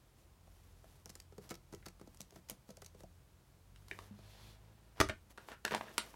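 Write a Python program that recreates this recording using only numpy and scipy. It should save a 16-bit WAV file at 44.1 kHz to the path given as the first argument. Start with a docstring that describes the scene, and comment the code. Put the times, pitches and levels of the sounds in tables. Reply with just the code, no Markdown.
"""Laptop keys and lid

Close to one microphone in a quiet room, fingers wander over a plastic laptop: loose key caps tick
and the deck thuds. The lid swings down with a soft rubbing swish and slams, its panels ringing.
The closed case is gripped and shifted, so that it clacks and creaks. Behind it lies a faint low hum."""
import sys
import numpy as np
from scipy import signal
from scipy.fft import rfft, irfft
from scipy.io import wavfile
from scipy.ndimage import uniform_filter1d

SR = 44100
rng = np.random.default_rng(int(sys.argv[2]) if len(sys.argv) > 2 else 0)


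def unload_wav(signal):
    """Save mono or channel-first audio to the path in sys.argv[1] as 16-bit WAV at rate SR, clipped to [-1, 1]."""
    wavfile.write(
        sys.argv[1],
        SR,
        np.round(np.clip(np.atleast_2d(signal).T, -1, 1) * 32767).astype(np.int16),
    )


N = 271215
TAPS = 4096  # samples in one contact
HZ = np.fft.rfftfreq(TAPS, 1 / SR)
TIME = np.arange(N) / SR

# Levels are relative within each table.
# the lid lands on one corner, then the other, each with a rebound: t/s, level/dB, crack/dB, chatter/s, f/Hz
LID_HITS = [(5.0022, 5.5, -4.5, 0.00044, 1580), (5.0043, 3, 1, 0.00082, 640), (5.01, 2.5, 0, 0.0018, 1900),
            (5.0130, 8, -6, 0.0013, 1200)]
# knocks and creaks in case and hinge: t/s, level/dB, f/Hz, body/dB, treble/dB, chatter/s, peak at f/dB
CASE_KNOCKS = [(1.826,-36,1890,5,-19,.0033,18), (1.997,-34.5,1280,11,-2,.0023,13),
               (3.76,-28.5,2590,-5,-8,.0017,7.5), (3.9121,-14,1870,-14,-15,0.00048,13.5),
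               (3.9131,-18.5,2580,-5,-27,0.00063,18.5), (3.9891,-17,1179,2,-12.5,.001,14),
               (5.089,-11,1600,-21,-26,0.00072,12.5), (5.095,-8.5,2000,7,-14,0.0017,6.5),
               (5.0967,-2,1600,1.5,-23.5,0.0053,4.5), (5.3762,-21.5,1232,-4,-8,0.0013,13),
               (5.3813,-21.5,1420,12,-15,0.0021,15), (5.4863,-17.5,980,2.5,-16,.0018,17),
               (5.5169,-16.5,1520,8.5,-14,0.0046,7.5), (5.525,-16,1400,-14,-28,0.019,9),
               (5.6502,0.5,1520,-0.5,-17,0.0012,8), (5.6784,-5,1240,-19,-19,0.0032,2),
               (5.7094,-6.5,1800,0.5,-18,0.0034,6.5), (5.719,-14,1800,-5,-30,0.0031,10),
               (5.739,-3,1175,2.5,-42,0.0012,11), (5.748,0.5,870,3.5,-11.5,0.0016,9.5),
               (5.81,-8,1080,5.5,-30,0.0023,13), (5.881,-17,1500,-5,-35,.005,5),
               (5.9802,5,1054,-8.5,-4.5,0.002,4.5), (5.9816,-10,3940,-0.5,-20,0.011,16.5),
               (6.1405,-24,935,6,-34,0.0015,12)]
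# loose key caps and small parts tick: t/s, level/dB, f/Hz, deck clack/dB, rattle/s
CAP_TICKS = [(1.0585,-25,6400,-10,0.00031), (1.094,-28.5,5700,-6,.0036), (1.101,-27,6280,-11,0.002),
             (1.1536,-26.5,7100,-2,.002), (1.201,-26.5,5760,-3,0.0016), (1.492,-28.5,6200,4,.005),
             (1.5027,-24.5,5325,-2,.003), (1.508,-25.5,5850,10,0.0025), (1.5416,-30.5,5230,3,.0022),
             (1.553,-30,4460,0,0.0021), (1.728,-37,5590,8,.0025), (1.748,-30.5,5800,5,0.00098),
             (1.858,-31,5560,13,0.0062), (1.8624,-26,4700,-1,0.0022), (1.884,-30.5,6000,9,.0025),
             (2.146,-39,9230,5,.002), (2.1723,-36,6350,-6,0.0012), (2.206,-22.5,6430,-0.5,0.0011),
             (2.215,-24.5,6600,-21,0.0018), (2.3072,-37.5,5600,4,.0014), (2.358,-40,5390,5,.003),
             (2.487,-30,5860,6,0.0062), (2.4982,-15.5,12500,-3,0.0014), (2.5055,-24.5,7010,1,.0046),
             (2.7047,-32,5770,-5,0.0028), (2.77,-31.5,6510,-10,0.0016), (2.819,-29.5,6530,-8,.0018),
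             (2.8462,-32,6360,-8,.0022), (2.8616,-26.5,5900,-12,0.0028), (3.0053,-38.5,6630,5,0.0019),
             (3.8833,-34,4490,8,0.0018), (5.088,-24,6960,-20,.0011), (5.6507,-11,5760,-15,0.0014)]
# fingers press softly on keys and case: t/s, level/dB, f/Hz, deck clack/dB
PRESSES = [(0.4725,-24.5,640,-15), (0.8421,-24,690,-11), (1.061,-17.5,500,-11.5), (1.097,-19.5,293,-12),
           (1.1567,-22,328,-10), (1.323,-20.5,394,-19), (1.3805,-8,410,-25), (1.5084,-6,265,-12),
           (1.5153,-7,387,-10.5), (1.7246,-11,300,-20), (1.735,-8.5,392,-17.5), (1.8643,-10,293,-16),
           (2.013,-13,336,-19), (2.0737,-13.5,263,-30), (2.202,-16,224,-17), (2.323,-20.5,380,-22),
           (2.36,-13,362,-15.5), (2.4967,-17.5,590,-5.5), (2.5132,-12,250,-27), (2.69,-12,234,-28),
           (2.702,-17.5,530,-20), (2.7722,-19.5,600,-16), (2.821,-15,334,-9), (2.9471,-20,450,-21),
           (3.0055,-20.5,450,-16), (3.0343,-12,600,-32), (3.9122,-11,344,-33), (4.1888,-21.5,432,-15),
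           (5.7196,-3,529,-10), (5.7277,-16,477,-4)]
# skin strokes the plastic, shoves make the case scrape: t/s, length/s, level/dB
SKIN_STROKES = [(.16,0.094,-69), (.43,0.45,-69), (.81,.22,-65.5), (1.04,.21,-70), (1.41,0.079,-60.5),
                (1.68,.22,-73), (2.02,.27,-69.5), (2.32,0.084,-63.5), (2.48,.08,-66), (2.67,.06,-67),
                (2.8,.08,-71), (2.97,0.063,-65.5), (3.74,0.22,-69.5), (3.87,0.24,-61), (4.96,.14,-61),
                (5.295,0.033,-60), (5.39,0.15,-64), (5.47,0.079,-58.5), (5.64,.22,-55), (5.81,0.38,-59.5)]
CASE_SHOVES = [(1.4,0.18,-70.5), (3.87,0.33,-68), (4.05,0.69,-67.5), (4.5,0.51,-72.5), (4.955,0.083,-56.5),
               (5.38,0.098,-63), (5.48,.07,-56), (5.645,0.034,-44.5), (5.705,0.085,-43), (5.77,0.18,-55.5),
               (5.9,0.28,-62)]

# modes of the parts: f/Hz, level/dB, t60/s
LID_MODES = [(136, -40.5, .18), (207, -4.5, 0.075), (307, -8.5, 0.074), (386, -18, 0.21), (477, -10, 0.046),
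             (614, 0, 0.031), (670, -24, 0.069), (887, -6.5, 0.051), (1170, -3, 0.028), (1680, -29.5, .08),
             (1870, -11.5, 0.031), (3380, -4.5, 0.044), (4820, -3, .04)]
CASE_MODES = [(216.4, -8, 0.37), (345, 1.5, 0.042), (437, -13.5, 0.075), (496, -14, 0.052),
              (638, -7, 0.079), (962, -8, 0.064), (1447, -6, 0.034), (1654, -8, 0.051), (1804, -11, 0.11),
              (2840, -13.5, .04), (3670, -4, 0.036), (5558, -10, 0.027)]
DECK_MODES = [(184, 4.5, 0.089), (336, -9, 0.093), (399, -7.5, 0.051), (495, -4, 0.059), (663, 0.5, 0.061),
              (845, -13, 0.038), (1294, 0.5, 0.031), (1956, -3, 0.055), (2730, -15, .04)]
CAP_MODES = [(3300, -29, .012), (4570, -12, 0.01), (6380, -10, 0.026), (7100, 4, 0.016), (11400, -8, .012)]
# spectra of the contacts, the friction and the room noise: f/Hz, level/dB
SLAM_SPECTRUM = [(40, -4), (100, -4), (300, 7), (650, 3), (800, -2), (1250, 2.5), (2000, 0), (2700, -4.5),
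                 (6000, -32), (16000, -44)]
CRACK_SPECTRUM = [(500, -36.5), (1800, -16), (3500, -6), (6200, -2.5), (7200, -10.5), (11000, -11.5),
                  (16000, -23)]
TICK_SPECTRUM = [(300, 1), (1500, -10.5), (3000, 0), (6000, 1), (7600, -2), (8800, -1.5), (11000, -1.5),
                 (13000, -3), (16000, -12)]
THUD_SPECTRUM = [(40, -47), (110, 8), (190, -2.5), (450, 1), (720, -3), (1000, -10), (2000, -33),
                 (6000, -42)]
CLACK_SPECTRUM = [(150, -33), (700, -0.5), (1300, 5), (2200, 0), (3500, -9.5), (9000, -15)]
RUB_SPECTRUM = [(200, 9.5), (700, 2.5), (1500, -2), (2600, -4.5), (3400, -3.5), (4200, -4.5), (6000, -4.5),
                (8500, -7.5), (11500, -6), (16000, -12.5)]
SWISH_SPECTRUM = [(400, 3), (1500, -6), (2400, -0.5), (3000, -1.5), (3500, 4), (3800, -2), (4150, 2.5),
                  (4700, -1.5), (5700, -4), (8500, -10), (11300, -8.5), (13500, -13), (16000, -16)]
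SCRAPE_SPECTRUM = [(80, -18), (220, -11.5), (480, 0.5), (800, 1.5), (1800, -5), (3000, -7), (6000, -15.5),
                   (16000, -54)]
AIR_SPECTRUM = [(15, -57), (28, -22), (48, -6), (70, -7), (100, -13.5), (135, -10), (165, -21.5),
                (195, -17.5), (245, -23), (326, -21.5), (420, -24), (1020, -28), (1890, -34),
                (10700, -39.5), (16000, -42.5)]

# the hum holds its pitch, then climbs: t/s, f/Hz
HUM_GLIDE = [(0, 43.64), (3.1, 43.1), (3.55, 44.92), (4.8, 54.83), (6.15, 55.93)]
# it swells three times: t/s, length/s, level/dB
HUM_RISES = [(.35, 1.94, -65), (2.72, 0.51, -62.5), (3.5, 1.44, -61.5)]
# its harmonics, lowest first: steady level/dB, share of the swells/dB
HUM_HARMONICS = [(-70.5, -5.5), (-73, -0.5), (-80.5, -14), (-81, -19)]
# decay of the room's reflections: f/Hz, t60/s
ROOM_DECAY = [(100, 0.5), (400, 0.12), (1400, 0.18), (4000, 0.18), (10000, 0.17), (16000, 0.026)]


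def amp(db):
    """Decibels to gain."""
    return 10 ** (np.asarray(db) / 20)


def unit(x):
    """Scales to rms 1."""
    return x / np.sqrt(np.mean(x ** 2) + 1e-20)


def read(points, hz):
    """Reads a table along a log-frequency axis."""
    f, value = np.transpose(points)
    return np.interp(np.log(hz + 1), np.log(f + 1), value)


def add(mix, s, sound):
    """Mixes a sound in at time s."""
    part = mix[round(s * SR):][:len(sound)]
    part += sound[:len(part)]


def colour(x, spectrum):
    """Gives a long sound a spectrum, at rms 1."""
    return unit(irfft(rfft(x) * amp(read(spectrum, np.fft.rfftfreq(N, 1 / SR))), N))


def drift(per_s):
    """Slow random wander of rms 1."""
    lowpass = np.exp(-(np.fft.rfftfreq(N, 1 / SR) / per_s) ** 2)
    return unit(irfft(rfft(rng.standard_normal(N)) * lowpass, N))


def hump(hz, octaves):
    """A broad resonance of height 1."""
    return 1 / np.sqrt(1 + (np.log2((HZ + 1) / hz) / octaves) ** 4)


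def arches(moves, peak_at, steep):
    """Gain over time of movements that each swell until the share peak_at of their length, then fade."""
    power = np.zeros(N)
    for s, length, db in moves:
        progress = np.interp(np.arange(0, length, 1 / SR) / length, [0, peak_at, 1], [0, 0.5, 1])
        add(power, s, (amp(db) * abs(np.sin(np.pi * progress)) ** steep) ** 2)
    return np.sqrt(power)


def contact(gain, chatter_s, impact, swell, bins=55):
    """Two parts touch: an impact, then chatter that swells and dies, coloured by gain."""
    age = np.arange(TAPS) / SR / chatter_s
    envelope = np.exp(-age) * (1 - np.exp(-age / swell))
    burst = unit(rng.standard_normal(TAPS) * envelope) / np.sqrt(TAPS)
    burst[0] += impact
    spectrum = rfft(burst)
    gain = gain / np.sqrt(uniform_filter1d(abs(spectrum) ** 2, size=bins))  # only fine ripple stays
    log_gain = np.log(np.maximum(np.r_[gain, gain[-2:0:-1]], 1e-5))
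    minimum_phase = np.exp(np.conj(signal.hilbert(log_gain)))[:len(HZ)]
    return irfft(spectrum * minimum_phase)


def friction(spectrum, slips_per_s, slip_db, uneven_db):
    """Smooth hiss with tiny slips scattered through it, under uneven pressure."""
    slips = (rng.random(N) < slips_per_s / SR) * rng.uniform(-1, 1, N)
    force = rng.standard_normal(N) + amp(slip_db) * unit(slips)
    return colour(force, spectrum) * amp(uneven_db * drift(per_s=32))


def low_mode(db, hz, t60):
    """One low mode dying away."""
    t = np.arange(SR // 3) / SR
    return amp(db - 60 * t / t60) * np.sin(2 * np.pi * hz * t)


def ring(x, modes, ring_db):
    """The direct sound plus the panel modes that it excites."""
    t = np.arange(SR // 3) / SR
    response = sum(amp(db - 60 * t / t60) * np.cos(2 * np.pi * hz * t) for hz, db, t60 in modes)
    return x + amp(ring_db) * signal.oaconvolve(x, response)[:N]


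def room(x, wet_db, delay_s):
    """Dense reflections follow the close sound to the microphone, each band dying at its own speed."""
    t = np.arange(SR // 2) / SR
    hz, age, noise = signal.stft(rng.standard_normal(len(t)), SR, nperseg=256)
    decay = amp(-60 * age / read(ROOM_DECAY, hz)[:, None])
    tail = signal.istft(noise * decay, SR, nperseg=256)[1][:len(t)]
    tail *= np.clip(t / delay_s - 0.5, 0, 1)
    return x + amp(wet_db) * signal.oaconvolve(x, tail / np.linalg.norm(tail))[:N]


def lid():
    """The lid flexes as it starts to turn, then slams: cracks at the rim, ringing panels, a low bump."""
    hits, low = np.zeros(N), np.zeros(N)
    for s, db, crack_db, chatter_s, hz in LID_HITS:
        body = amp(read(SLAM_SPECTRUM, HZ)) * (0.95 + 1.16 * hump(hz, octaves=0.17))
        crack = amp(crack_db + read(CRACK_SPECTRUM, HZ))
        add(hits, s, amp(db) * contact(body + crack, chatter_s, impact=0.61, swell=0.11))
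    add(low, 4.11, low_mode(db=-44.5, hz=202, t60=0.11))  # the lid flexes
    add(low, LID_HITS[0][0], low_mode(db=-19.5, hz=94, t60=0.04))  # the laptop bumps on its seat
    return room(amp(-3.5) * ring(hits, LID_MODES, ring_db=-39) + low, wet_db=-11, delay_s=0.0026)


def case():
    """Plastic parts snap against each other; each rings briefly at its own pitch and shakes the shell."""
    knocks = np.zeros(N)
    for s, db, hz, body_db, treble_db, chatter_s, peak_db in CASE_KNOCKS:
        spectrum = [(50, body_db - 24), (220, body_db - 3), (550, body_db - 0.5),
                    (1000, -1.9), (2400, -1.3), (4000, 0.45 * treble_db),
                    (6500, 0.59 * treble_db - 5.5), (9000, treble_db), (16000, treble_db - 18)]
        gain = amp(read(spectrum, HZ)) * (1 + (amp(peak_db) - 1) * hump(hz, octaves=0.17))
        add(knocks, s, amp(db) * contact(gain, chatter_s, impact=0.099, swell=0.15, bins=101))
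    return room(amp(-3) * ring(knocks, CASE_MODES, ring_db=-40), wet_db=-10, delay_s=0.0031)


def keys():
    """Loose caps give short, bright, dry ticks and bounce; fingertips push the deck into dull thuds."""
    ticks, thuds = np.zeros(N), np.zeros(N)
    clack = amp(read(CLACK_SPECTRUM, HZ))
    bounces = [(s + 0.016 * rng.uniform(0.57, 1.4), db - 18, *cap) for s, db, *cap in CAP_TICKS]
    stir_hz, stir_clack_db, stir_s = 6000, -1, 0.0028  # each press also stirs the cap under it
    stirs = [(s, db - 26.5, stir_hz, stir_clack_db, stir_s) for s, db, *_ in PRESSES]
    for s, db, hz, clack_db, rattle_s in CAP_TICKS + bounces + stirs:
        gain = amp(read(TICK_SPECTRUM, HZ)) * (0.73 + 1.18 * hump(hz, octaves=0.33))
        gain += 0.5 * amp(clack_db) * clack
        add(ticks, s, amp(db) * contact(gain, rattle_s, impact=0.36, swell=0.16, bins=301))
    for s, db, hz, clack_db in PRESSES:
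        gain = amp(read(THUD_SPECTRUM, HZ)) * (0.49 + 1.13 * hump(hz, octaves=0.25))
        gain += 0.82 * amp(clack_db) * clack
        add(thuds, s, amp(db) * contact(gain, chatter_s=0.0042, impact=0.065, swell=0.16))
    ticks = amp(-1.5) * ring(ticks, CAP_MODES, ring_db=-50.5)
    thuds = amp(-2) * ring(thuds, DECK_MODES, ring_db=-40)
    return room(ticks, wet_db=-17, delay_s=0.0053) + room(thuds, wet_db=-11, delay_s=0.0037)


def case_scrape():
    """The shoved case scrapes and creaks, and its shell rings along."""
    shoves = arches(CASE_SHOVES, peak_at=0.42, steep=0.77)
    scrape = shoves * friction(SCRAPE_SPECTRUM, slips_per_s=400, slip_db=0, uneven_db=1.5)
    return amp(-4) * ring(scrape, CASE_MODES, ring_db=-39)


def skin_rub():
    """Skin slides over the plastic in short strokes."""
    strokes = arches(SKIN_STROKES, peak_at=0.5, steep=0.5)
    return amp(-3.5) * strokes * friction(RUB_SPECTRUM, slips_per_s=440, slip_db=-4, uneven_db=1.47)


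def closing_swish():
    """A soft rubbing swish of sleeve or hinge as the lid swings down, peaking late."""
    start_s, length_s, db = 4.091, 0.51, -63.5
    swing = arches([(start_s, length_s, db)], peak_at=0.74, steep=1.23)
    return swing * friction(SWISH_SPECTRUM, slips_per_s=1700, slip_db=-14, uneven_db=0.8)


def hum():
    """A faint, wavering low hum whose second harmonic leads when it swells."""
    hz = np.interp(TIME, *np.transpose(HUM_GLIDE)) * (1 + 0.012 * drift(per_s=9))
    phase = 2 * np.pi * np.cumsum(hz) / SR
    swell = arches(HUM_RISES, peak_at=0.49, steep=0.67)
    out = np.zeros(N)
    for k, (steady_db, swell_db) in enumerate(HUM_HARMONICS, start=1):
        waver = amp(2.4 * drift(per_s=8.8))
        out += (amp(steady_db) + amp(swell_db) * swell) * waver * np.sin(k * phase)
    return out


def room_tone():
    """The quiet room's steady noise, strongest in the bass."""
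    return amp(-66.5) * colour(rng.standard_normal(N), AIR_SPECTRUM)


def scene():
    """One microphone close to the laptop, with the room behind it."""
    laptop = keys() + case() + lid() + skin_rub() + closing_swish() + case_scrape()
    return (laptop + hum() + room_tone())[None]


def record(dry):
    """The microphone sheds the deepest bass; the recorder cuts the highest treble."""
    low_cut = signal.butter(3, 34, "highpass", fs=SR, output="sos")
    high_cut = signal.firwin(255, 16400, window=("kaiser", 8), fs=SR)
    return signal.oaconvolve(signal.sosfilt(low_cut, dry), high_cut[None], "same")


dry = scene()
out = record(dry)
unload_wav(out)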